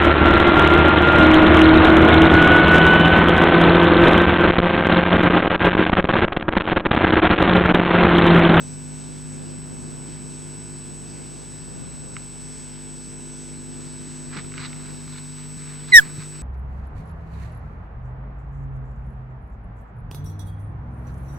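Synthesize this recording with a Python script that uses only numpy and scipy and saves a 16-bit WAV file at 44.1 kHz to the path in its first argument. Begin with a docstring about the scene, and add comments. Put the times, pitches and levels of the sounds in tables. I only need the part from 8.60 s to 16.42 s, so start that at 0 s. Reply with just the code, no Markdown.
"""One loud, falling osprey call, a whistle with overtones and scattered breath, overloads both inputs. The
young bird sits on a stick nest: noise scrapes and sharp pushes ring resonances as rustles, snaps and thuds. A
faint rising tone follows the call, over gusting wind made of shaped stereo noise and over amplifier hiss. The
two microphone lines of an outdoor camera pick up mains hum, picture buzz and whistles, built from steady tones
that slip in time about twice a second."""
import sys
import numpy as np
from scipy import signal
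from scipy.fft import rfft, irfft
from scipy.io import wavfile
from scipy.ndimage import uniform_filter1d, map_coordinates

SR = 44100
rng = np.random.default_rng(int(sys.argv[2]) if len(sys.argv) > 2 else 0)


def log_audio(samples):
    """Write samples as a 16-bit WAV file to the path given in sys.argv[1]."""
    # one column per channel
    frames = np.atleast_2d(samples).T
    # limit to full scale, then quantise
    limited = np.clip(frames, -1, 1)
    pcm = np.round(limited * 32767).astype(np.int16)
    wavfile.write(sys.argv[1], SR, pcm)


N = 344845
T = np.arange(N) / SR
CLOCK = np.arange(N + SR // 20) / SR  # runs on a little, so that the slips have something to skip to
SIDES = np.array([[.5], [-.5]])  # splits a left-minus-right difference over the two channels

# amplifier hiss colour: (frequency [Hz], relative density [dB per Hz])
HISS_COLOUR = [(600, 1.5), (1500, 1), (3000, 2), (6500, 3.5), (7350, 2.5), (7600, 6.5), (8300, 9),
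               (8600, -26.5), (9700, -3), (10100, -15.5), (12200, -9.5), (14500, -6.5), (15700, -18)]
# likeness of the hiss on the two lines: (frequency [Hz], likeness [0-1])
HISS_ALIKE = [(1000, 0.89), (3000, 0.96), (7000, 0.95), (8000, 1.0), (9800, 1.0), (10300, 0.098)]
# phase lead of the left hiss: (frequency [Hz], lead [half turns])
HISS_LEAD = [(10000, 0), (10300, 1)]
# change in the hiss above 10 kHz: (time [s], level [dB])
HISS_TREBLE = [(0, -1), (5.8, -2), (6.1, 0), (7.2, 0.5), (7.5, 3), (7.82, 1)]
HISS_DB = -50
PATCHY_DB, PATCHY_PER_S = 2, 13.0  # each narrow band of the hiss flickers on its own

# mains hum: (multiple, left level [dB], right level [dB], left lead [rad])
MAINS_LINES = [(1, -44.5, -47.5, 1.87), (2, -88, -72, 3.9), (3, -40, -42.5, 0.92), (5, -45, -44, 1.12),
               (7, -56.5, -52, 0.54), (9, -67.5, -61, 0.64)]
# buzz of the picture fields: (multiple, left level [dB], right level [dB], left lead [rad])
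FIELD_LINES = [(1, -58, -62, 2.5), (2, -53.5, -49, 1.7), (3, -50.5, -48, 1.26), (4, -58.5, -54.5, -2),
               (5, -56.5, -53, 0.53), (6, -64, -66, 0.5), (7, -58, -60.5, 0.97), (8, -56, -60, 0.45),
               (9, -66, -62.5, 0.86), (12, -63, -65.5, 4.5)]
# upper buzz lines, each moved to the nearest field multiple: (frequency [Hz], level [dB])
SPIKE_LINES = [(748.3, -76), (796.7, -67.5), (899.0, -65.5), (947.5, -70), (995.9, -68.5), (1044, -69.5),
               (1096, -76), (1146, -76), (1196, -76), (1296, -75), (1394, -69.5), (1497, -66), (1593, -74),
               (1642, -67.5), (1744, -69.5), (1994, -75), (2143, -69.5), (2245, -70.5), (2342, -73),
               (2492, -80), (2789, -69), (2939, -73), (3138, -72.5), (3240, -77), (3338, -76), (3738, -73),
               (3989, -73), (4086, -72), (4587, -71), (5184, -71)]
# whistles from the picture scan: (frequency [Hz], level [dB], share lost during blanking [0-1])
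SCAN_WHISTLES = [(7975.08, -41.8, .85), (7838.0, -65, 0), (7738.3, -62, .3), (7688.4, -67, 0),
                 (5383.1, -59.5, .6), (2592.0, -62, .6)]
MAINS_HZ, FIELD_HZ = 49.803, 49.844
BLANK_S, SPIKE_S, CREST_S = .0119, .0188, -.0008  # time offsets of blanking, spike and mains crest
# stream samples skipped at each slip: one column (skip [samples])
SLIP_SAMPLES = [53, 52, 52, 52, 52, 53, 53, 52, 52, 52, 51, 51, 51, 54, 52]
SLIP_FIRST_S, SLIP_EVERY_S, STREAM_HZ = .49, .4985, 32000

# wind colour: (frequency [Hz], relative density [dB per Hz])
WIND_COLOUR = [(15, -23), (35, -14), (70, -9.5), (125, -6.5), (200, -4), (300, -8), (420, -10),
               (600, -14.5), (850, -20.5), (1500, -27), (2500, -45), (4000, -87)]
# likeness of the wind at the two microphones: (frequency [Hz], likeness [0-1])
WIND_LIKENESS = [(35, .4), (75, 0.2), (125, 0.8), (250, 0.36), (600, 0.93), (1200, 0.68)]
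# phase lead of the left wind: (frequency [Hz], lead [rad])
WIND_PHASE = [(40, 3.0), (75, 2.9), (125, 2.2), (250, 1.9), (600, 2.45), (850, 2.3), (1200, 1.9),
              (2000, 1.2)]
# stereo balance of the wind: (frequency [Hz], left minus right [dB])
WIND_SIDES = [(40, -11), (75, 7.5), (125, 14.5), (200, 2.5), (300, 0.5), (500, -3.5), (1200, 0)]
# gusts, as the deep rumble before it flutters: (time [s], level [dB])
GUST_LEVEL = [(0, -51), (1.3, -48.5), (1.7, -52), (2.85, -52), (3.2, -48), (3.7, -52), (4.1, -55), (5, -53),
              (6.2, -51), (6.55, -57), (7.2, -55), (7.82, -55)]

# resonances of the rustling sticks: (frequency [Hz], width [Hz], relative level [dB])
STICK_MODES = [(1070, 390, 17.5), (1330, 670, 18), (2110, 930, 20.5), (2820, 440, -32.5)]
# resonances of the feathers: (frequency [Hz], width [Hz], relative level [dB])
FEATHER_MODES = [(3930, 740, 35), (4900, 900, -23), (6300, 1500, -37)]
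# strokes of wings and feet: (peak [s], level [dB], swell [s], fade [s], feathers over sticks [dB])
NEST_STROKES = [(5.745, -41.5, 0.057, 0.044, -11), (5.785, -38, 0.051, 0.041, -5.5),
                (5.99, -45, 0.071, 0.023, -7), (6.025, -43, 0.047, 0.05, -2), (6.062, -44, 0.04, 0.025, 0),
                (6.3, -53.5, 0.49, 0.036, -7), (6.575, -53, 0.21, 0.051, 0), (6.78, -53, .02, 0.085, -4),
                (7.09, -53.5, 0.22, 0.2, -4.5), (7.285, -57, 0.014, 0.19, 3), (7.46, -49, 0.29, 0.1, -13),
                (7.62, -47, .1, 0.06, -5), (7.735, -53, 0.028, 0.1, -20)]
STROKE_DROP_DB, STROKE_BEND = 32, 2  # drop over one swell or fade, and its curvature
STROKE_PAN_DB, LUMPY_DB = -2.5, 1.5  # left minus right, and uneven level, of the whole rustle
SHUFFLE_FROM_S, SHUFFLE_DB = 5.1, -60  # light shuffling under the strokes

# modes of the heavy nest body: (frequency [Hz], width [Hz], relative level [dB])
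NEST_MODES = [(100, 60, -15), (153, 110, 9), (222, 160, -8)]
# thuds of feet and wings, before the housing: (start [s], peak [dB], strongest [Hz], t60 of the push [s])
NEST_THUDS = [(5.75, -29.5, 214, 0.19), (5.99, -32, 99, 0.083), (7.568, -28.5, 150, 0.095)]
# modes of a thin twig: (frequency [Hz], width [Hz], relative level [dB])
TWIG_MODES = [(1440, 360, 10), (2230, 480, 7.5), (2750, 450, -7), (4680, 1100, -10)]
# snaps, before bass cut and housing: (start [s], peak [dB], brightest [Hz], left minus right [dB])
TWIG_SNAPS = [(3.566, -22, 1850, -6.5), (5.7277, -37, 1500, -2.5), (5.766, -27, 1200, -2.5),
              (5.783, -35, 2000, -2.5), (5.787, -28, 1400, -4), (5.846, -36, 1640, -5),
              (5.92, -33, 1410, -5), (5.939, -30, 1930, -2), (5.9787, -23.5, 2300, -5),
              (6.019, -35, 1500, -2.5), (6.028, -35, 1600, -2.5), (6.036, -35, 2200, -2.5),
              (6.0478, -24.5, 3000, -6), (6.13, -29, 2600, 0), (6.477, -35, 1480, -2),
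              (6.562, -33, 3500, -2), (7.02, -36, 1600, -2), (7.077, -39, 3000, -2)]
SNAP_T60_S, SNAP_CRACK = 0.018, 16  # fade of the splintering; size of the first break over it
SECOND_CRACK_S, SECOND_CRACK = .0012, .6  # the twig breaks through later: delay, share of the first break

# faint rising after-note
AFTER_S, AFTER_HALF_S, AFTER_HZ, AFTER_HZ_PER_S, AFTER_DB = 7.426, .011, 1710, 11000, -31

# the call: (time [s], pitch [Hz], left level [dB], right level [dB], octave over whistle [dB])
CALL_PATH = [(7.3195, 2065, -40, -36, -16), (7.3235, 2068, -13.5, -10.5, -17), (7.333, 2012, -9, -5.8, -11),
             (7.339, 1950, -3, -.8, -11), (7.346, 1904, -.5, 2.2, -14), (7.356, 1889, 2.2, 4.8, -16),
             (7.367, 1880, 2.8, 6.2, -17), (7.381, 1782, 2.8, 5.8, -19), (7.388, 1728, 2, 3.6, -20),
             (7.392, 1685, -7, 0, -16), (7.396, 1625, -3, -8, -20), (7.399, 1530, -18, -14, -28),
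             (7.404, 1495, -25, -22, -36), (7.409, 1490, -46, -40, -36)]
# upper overtones at full effort: (multiple, level over whistle [dB], extra left lead [rad])
CALL_OVERTONES = [(3, -27, 1.5), (4, -25, 0), (5, -32, 0), (7, -46, 0)]
WHISTLE_LEAD, OCTAVE_LEAD, OCTAVE_START = 1.15, .4, 1.5  # left leads [rad], twice; octave phase [rad]
SHIMMER_DB, SHIMMER_PER_S = .45, 900  # waver of the whole voice
OCTAVE_FLICKER_DB, OCTAVE_FLICKER_PER_S = 1.8, 300  # the octave wavers on its own
SCATTER_DB, SCATTER_T60_S = -31, .09  # breath among the sticks
TOP_HZ = 15750  # cut-off of the output


def undb(db):
    """Decibels to an amplitude factor."""
    return 10 ** (np.asarray(db) / 20)


def level(x, db):
    """Bring a sound to an RMS level."""
    return x * undb(db) / np.sqrt(np.mean(x ** 2))


def curve(rows):
    """Columns of a (time, ..) table at every sample."""
    s, *columns = np.transpose(rows)
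    return [np.interp(T, s, c) for c in columns]


def over_hz(rows):
    """A (frequency, value) table at every spectral bin, joined along log frequency."""
    hz, value = np.transpose(rows)
    return np.interp(np.log(np.arange(N // 2 + 1) * SR / N + 1), np.log(hz), value)


def band(x, hz, width):
    """One resonance that passes a band around its pitch."""
    return signal.lfilter(*signal.iirpeak(hz, hz / width, SR), x)


def ring(x, modes):
    """A body sounds as the sum of its resonances."""
    return sum(undb(db) * band(x, hz, width) for hz, width, db in modes)


def highpass(x, order, hz):
    """Take away the bass."""
    return signal.sosfilt(signal.butter(order, hz, "high", fs=SR, output="sos"), x)


def lowpass(x, order, hz):
    """Take away the treble."""
    return signal.sosfilt(signal.butter(order, hz, fs=SR, output="sos"), x)


def walk(rate, size=N):
    """Random levels held 1 / rate s and slewed twice; spread near 1."""
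    hold = int(SR / rate)
    steps = np.repeat(rng.standard_normal(size // hold + 1), hold)
    return 1.3 * uniform_filter1d(uniform_filter1d(steps, hold), hold)[:size]


def stereo_noise(shape_db, alike, lead):
    """Stereo noise of a given colour, likeness and phase lead of the left channel."""
    left, other = rfft(rng.standard_normal((2, N)))
    alike = np.clip(alike, 0, 1)
    right = alike * left * np.exp(-1j * lead) + np.sqrt(1 - alike ** 2) * other
    return level(irfft(undb(shape_db) * np.array([left, right]), N), 0)


def harmonics(rows, turns, start):
    """Multiples of a cycle whose crests line up, as a short pulse makes them, apart from the given phases."""
    out = 0
    for k, left_db, right_db, lead in rows:
        phase = 2 * np.pi * k * turns + start(k) - np.array([[0], [lead]])
        out = out + np.sqrt(2) * undb([[left_db], [right_db]]) * np.cos(phase)
    return out


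def hiss():
    """Amplifier hiss: shared by both lines up to the whistles, mostly each line's own and opposed above."""
    noise = stereo_noise(over_hz(HISS_COLOUR), over_hz(HISS_ALIKE), np.pi * over_hz(HISS_LEAD))
    flicker = 0
    for hz in 1500 * 1.15 ** np.arange(12):
        change = undb(PATCHY_DB * walk(PATCHY_PER_S)) - 1
        flicker = flicker + change * band(noise, hz, hz / 9)
    noise = noise + flicker
    top = signal.sosfiltfilt(signal.butter(4, 10000, "high", fs=SR, output="sos"), noise)
    return undb(HISS_DB) * (noise + (undb(curve(HISS_TREBLE)[0]) - 1) * top)


def mains_hum():
    """Charging pulses of alternate sign; the coupling capacitor advances the lowest multiples."""
    return harmonics(MAINS_LINES, MAINS_HZ * (CLOCK - CREST_S), lambda k: .2 + 1.8 / k ** 3)


def field_buzz():
    """Low multiples of the picture field rate, which beat slowly against the mains."""
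    return harmonics(FIELD_LINES, FIELD_HZ * (CLOCK - BLANK_S), lambda k: 0)


def field_spike():
    """A short ragged burst once a field, whose lines only roughly line up."""
    spread = 0.47 * rng.standard_normal(len(SPIKE_LINES))  # rad
    cycle = np.linspace(0, 1, 8192)
    burst = 0
    for (hz, db), offset in zip(SPIKE_LINES, spread):
        burst = burst + undb(db) * np.cos(2 * np.pi * round(hz / FIELD_HZ) * cycle + offset)
    spikes = np.interp(FIELD_HZ * (CLOCK - SPIKE_S) % 1, cycle, burst)
    return np.sqrt(2) * undb(.8 * walk(9, size=len(CLOCK))) * spikes


def scan_whistles():
    """Steady tones of the picture scan, some of which dip at the blanking once a field."""
    turns = FIELD_HZ * (CLOCK - BLANK_S)
    blank = np.exp(-(((turns + .5) % 1 - .5) / 0.05) ** 2)
    tones = 0
    for hz, db, lost in SCAN_WHISTLES:
        tones = tones + undb(db) * (1 - lost * blank) * np.sin(2 * np.pi * hz * CLOCK)
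    return np.sqrt(2) * undb(.6 * walk(9, size=len(CLOCK))) * tones


def slip(x):
    """The stream skips ahead to keep time, with a brief cross-fade; steady tones jump in phase."""
    count = (T - SLIP_FIRST_S) / SLIP_EVERY_S + 1
    before = count.astype(int)
    ahead = np.cumsum([0, 0] + SLIP_SAMPLES) * SR / STREAM_HZ

    def read(k):
        return np.array([map_coordinates(line, [np.arange(N) + ahead[k]], mode="mirror") for line in x])

    fade = np.clip(count % 1 * SLIP_EVERY_S / .0015, 0, 1)  # over 1.5 ms
    return fade * read(before + 1) + (1 - fade) * read(before)


def wind():
    """Low rumble that gusts and flutters, reaching the two microphones with a phase shift."""
    air = stereo_noise(over_hz(WIND_COLOUR), over_hz(WIND_LIKENESS), over_hz(WIND_PHASE))
    air = irfft(rfft(air) * undb(SIDES * over_hz(WIND_SIDES)), N)
    # the gust level is that of the deep rumble
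    air = air / np.std(band(air.mean(axis=0), 95, 80))
    low = lowpass(air, 2, 250)
    fluttering = low * undb(1.5 * walk(9.7)) + (air - low) * undb(1.2 * walk(14.0))
    return undb(curve(GUST_LEVEL)[0]) * fluttering


def rustle():
    """Dense scrapes of uneven size ring the sticks and the feathers; each stroke swells, peaks and fades."""
    hits = rng.random((2, N)) < 3500 / SR  # about 3500 per second on each side
    scrapes = hits * rng.standard_normal((2, N)) * undb(1.3 * rng.exponential(size=(2, N)))
    scrapes = scrapes + 0.5 * scrapes[::-1]  # each side leaks into the other

    def texture(modes, hz):
        return level(band(ring(scrapes, modes), hz, 2 * hz / 3), 0)

    sticks, feathers = texture(STICK_MODES, 1600), texture(FEATHER_MODES, 4200)
    shuffle_in = np.clip((T - SHUFFLE_FROM_S) / 0.11, 0, 1)
    out = undb(SHUFFLE_DB) * shuffle_in * (sticks + undb(-0.5) * feathers)
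    for s, db, swell_s, fade_s, treble_db in NEST_STROKES:
        away = np.where(T < s, (s - T) / swell_s, (T - s) / fade_s)
        stroke = undb(db - STROKE_DROP_DB * away ** STROKE_BEND)
        out = out + stroke * (sticks + undb(treble_db) * feathers)
    return out * undb(SIDES * STROKE_PAN_DB + LUMPY_DB * walk(90))


def blow(s, db, hz, t60, modes, rise_s, crack):
    """A short ragged push, with a clean crack if any, rings the modes of a body, most strongly near hz."""
    t = np.arange(int(.15 * SR)) / SR
    push = np.exp(-np.log(1000) * t / t60) * np.minimum(t / rise_s, 1) * rng.standard_normal(len(t))
    push[int(rise_s * SR)] += crack
    push[int((rise_s + SECOND_CRACK_S) * SR)] -= crack * SECOND_CRACK
    sound = band(band(ring(push, modes), hz, 1.5 * hz), hz, 1.5 * hz)
    start = int(s * SR)
    return np.pad(undb(db) * sound / np.abs(sound).max(), ((0, 0), (start, N - start - len(t))))


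def thuds():
    """Soft pushes of feet and wings ring the heavy nest, equally loud on both sides."""
    return sum(blow(s, db + 0 * SIDES, hz, t60, NEST_MODES, 0.013, crack=0) for s, db, hz, t60 in NEST_THUDS)


def snaps():
    """Twigs crack twice in quick succession and splinter; thin twigs have no bass."""
    out = 0
    for s, db, hz, pan_db in TWIG_SNAPS:
        out = out + blow(s, db + SIDES * pan_db, hz, SNAP_T60_S, TWIG_MODES, 0.00062, crack=SNAP_CRACK)
    return highpass(out, 3, 900)


def after_note():
    """A faint rising tone that reaches the two microphones in opposite phase."""
    t = T - AFTER_S
    swell = np.exp(-(t / AFTER_HALF_S) ** 4)
    peep = swell * np.sin(2 * np.pi * (AFTER_HZ + AFTER_HZ_PER_S * t / 2) * t)
    return undb(AFTER_DB) * 2 * SIDES * peep


def call():
    """A falling whistle with its overtones and a breathy edge that scatters briefly among the sticks."""
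    hz, left_db, right_db, octave_db = curve(CALL_PATH)
    turned = 2 * np.pi * np.cumsum(hz) / SR
    phase = turned - np.array([[0], [WHISTLE_LEAD]])
    sounding = (T > CALL_PATH[0][0]) & (T < CALL_PATH[-1][0])
    effort = undb([left_db, right_db] + SHIMMER_DB * walk(SHIMMER_PER_S)) * sounding
    octave_level = undb(octave_db + OCTAVE_FLICKER_DB * walk(OCTAVE_FLICKER_PER_S))
    octave = octave_level * np.sin(2 * turned + OCTAVE_START - np.array([[0], [OCTAVE_LEAD]]))
    overtones = 0
    for k, db, lead in CALL_OVERTONES:
        overtones = overtones + undb(db) * np.sin(k * phase + np.array([[lead], [0]]))
    # upper overtones grow with effort
    voice = np.sin(phase) - octave + np.minimum(effort, 1) ** 2 * overtones
    keep = np.exp(-np.log(1000) / (SCATTER_T60_S * SR))  # share left after one sample
    lingering = signal.lfilter([1 - keep], [1, -keep], effort)
    breath = band(rng.standard_normal((2, N)), 2400, 22000) * lingering
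    return voice * effort + undb(SCATTER_DB) * breath


def scene():
    """Only the electrical tones slip; the microphone housing dulls the nest sounds above a few kHz."""
    pickup = slip(mains_hum() + field_buzz() + field_spike() + scan_whistles())
    nest = lowpass(rustle() + snaps() + thuds(), 6, 6500)
    return hiss() + pickup + wind() + nest + after_note() + call()


def record(dry):
    """The input stage rounds off at its rails and flips back up when driven far below; then coupling and cut-off."""
    rounded = dry / (1 + np.abs(dry) ** 9) ** (1 / 9)
    flipped = rounded + .95 * np.clip((-dry - 1.68) / .12, 0, 1)
    coupled = highpass(flipped, 1, 5)
    limited = np.clip(coupled, -.97, .97)
    return signal.sosfilt(signal.ellip(8, .2, 80, TOP_HZ, fs=SR, output="sos"), limited)


dry = scene()
out = record(dry)
log_audio(out)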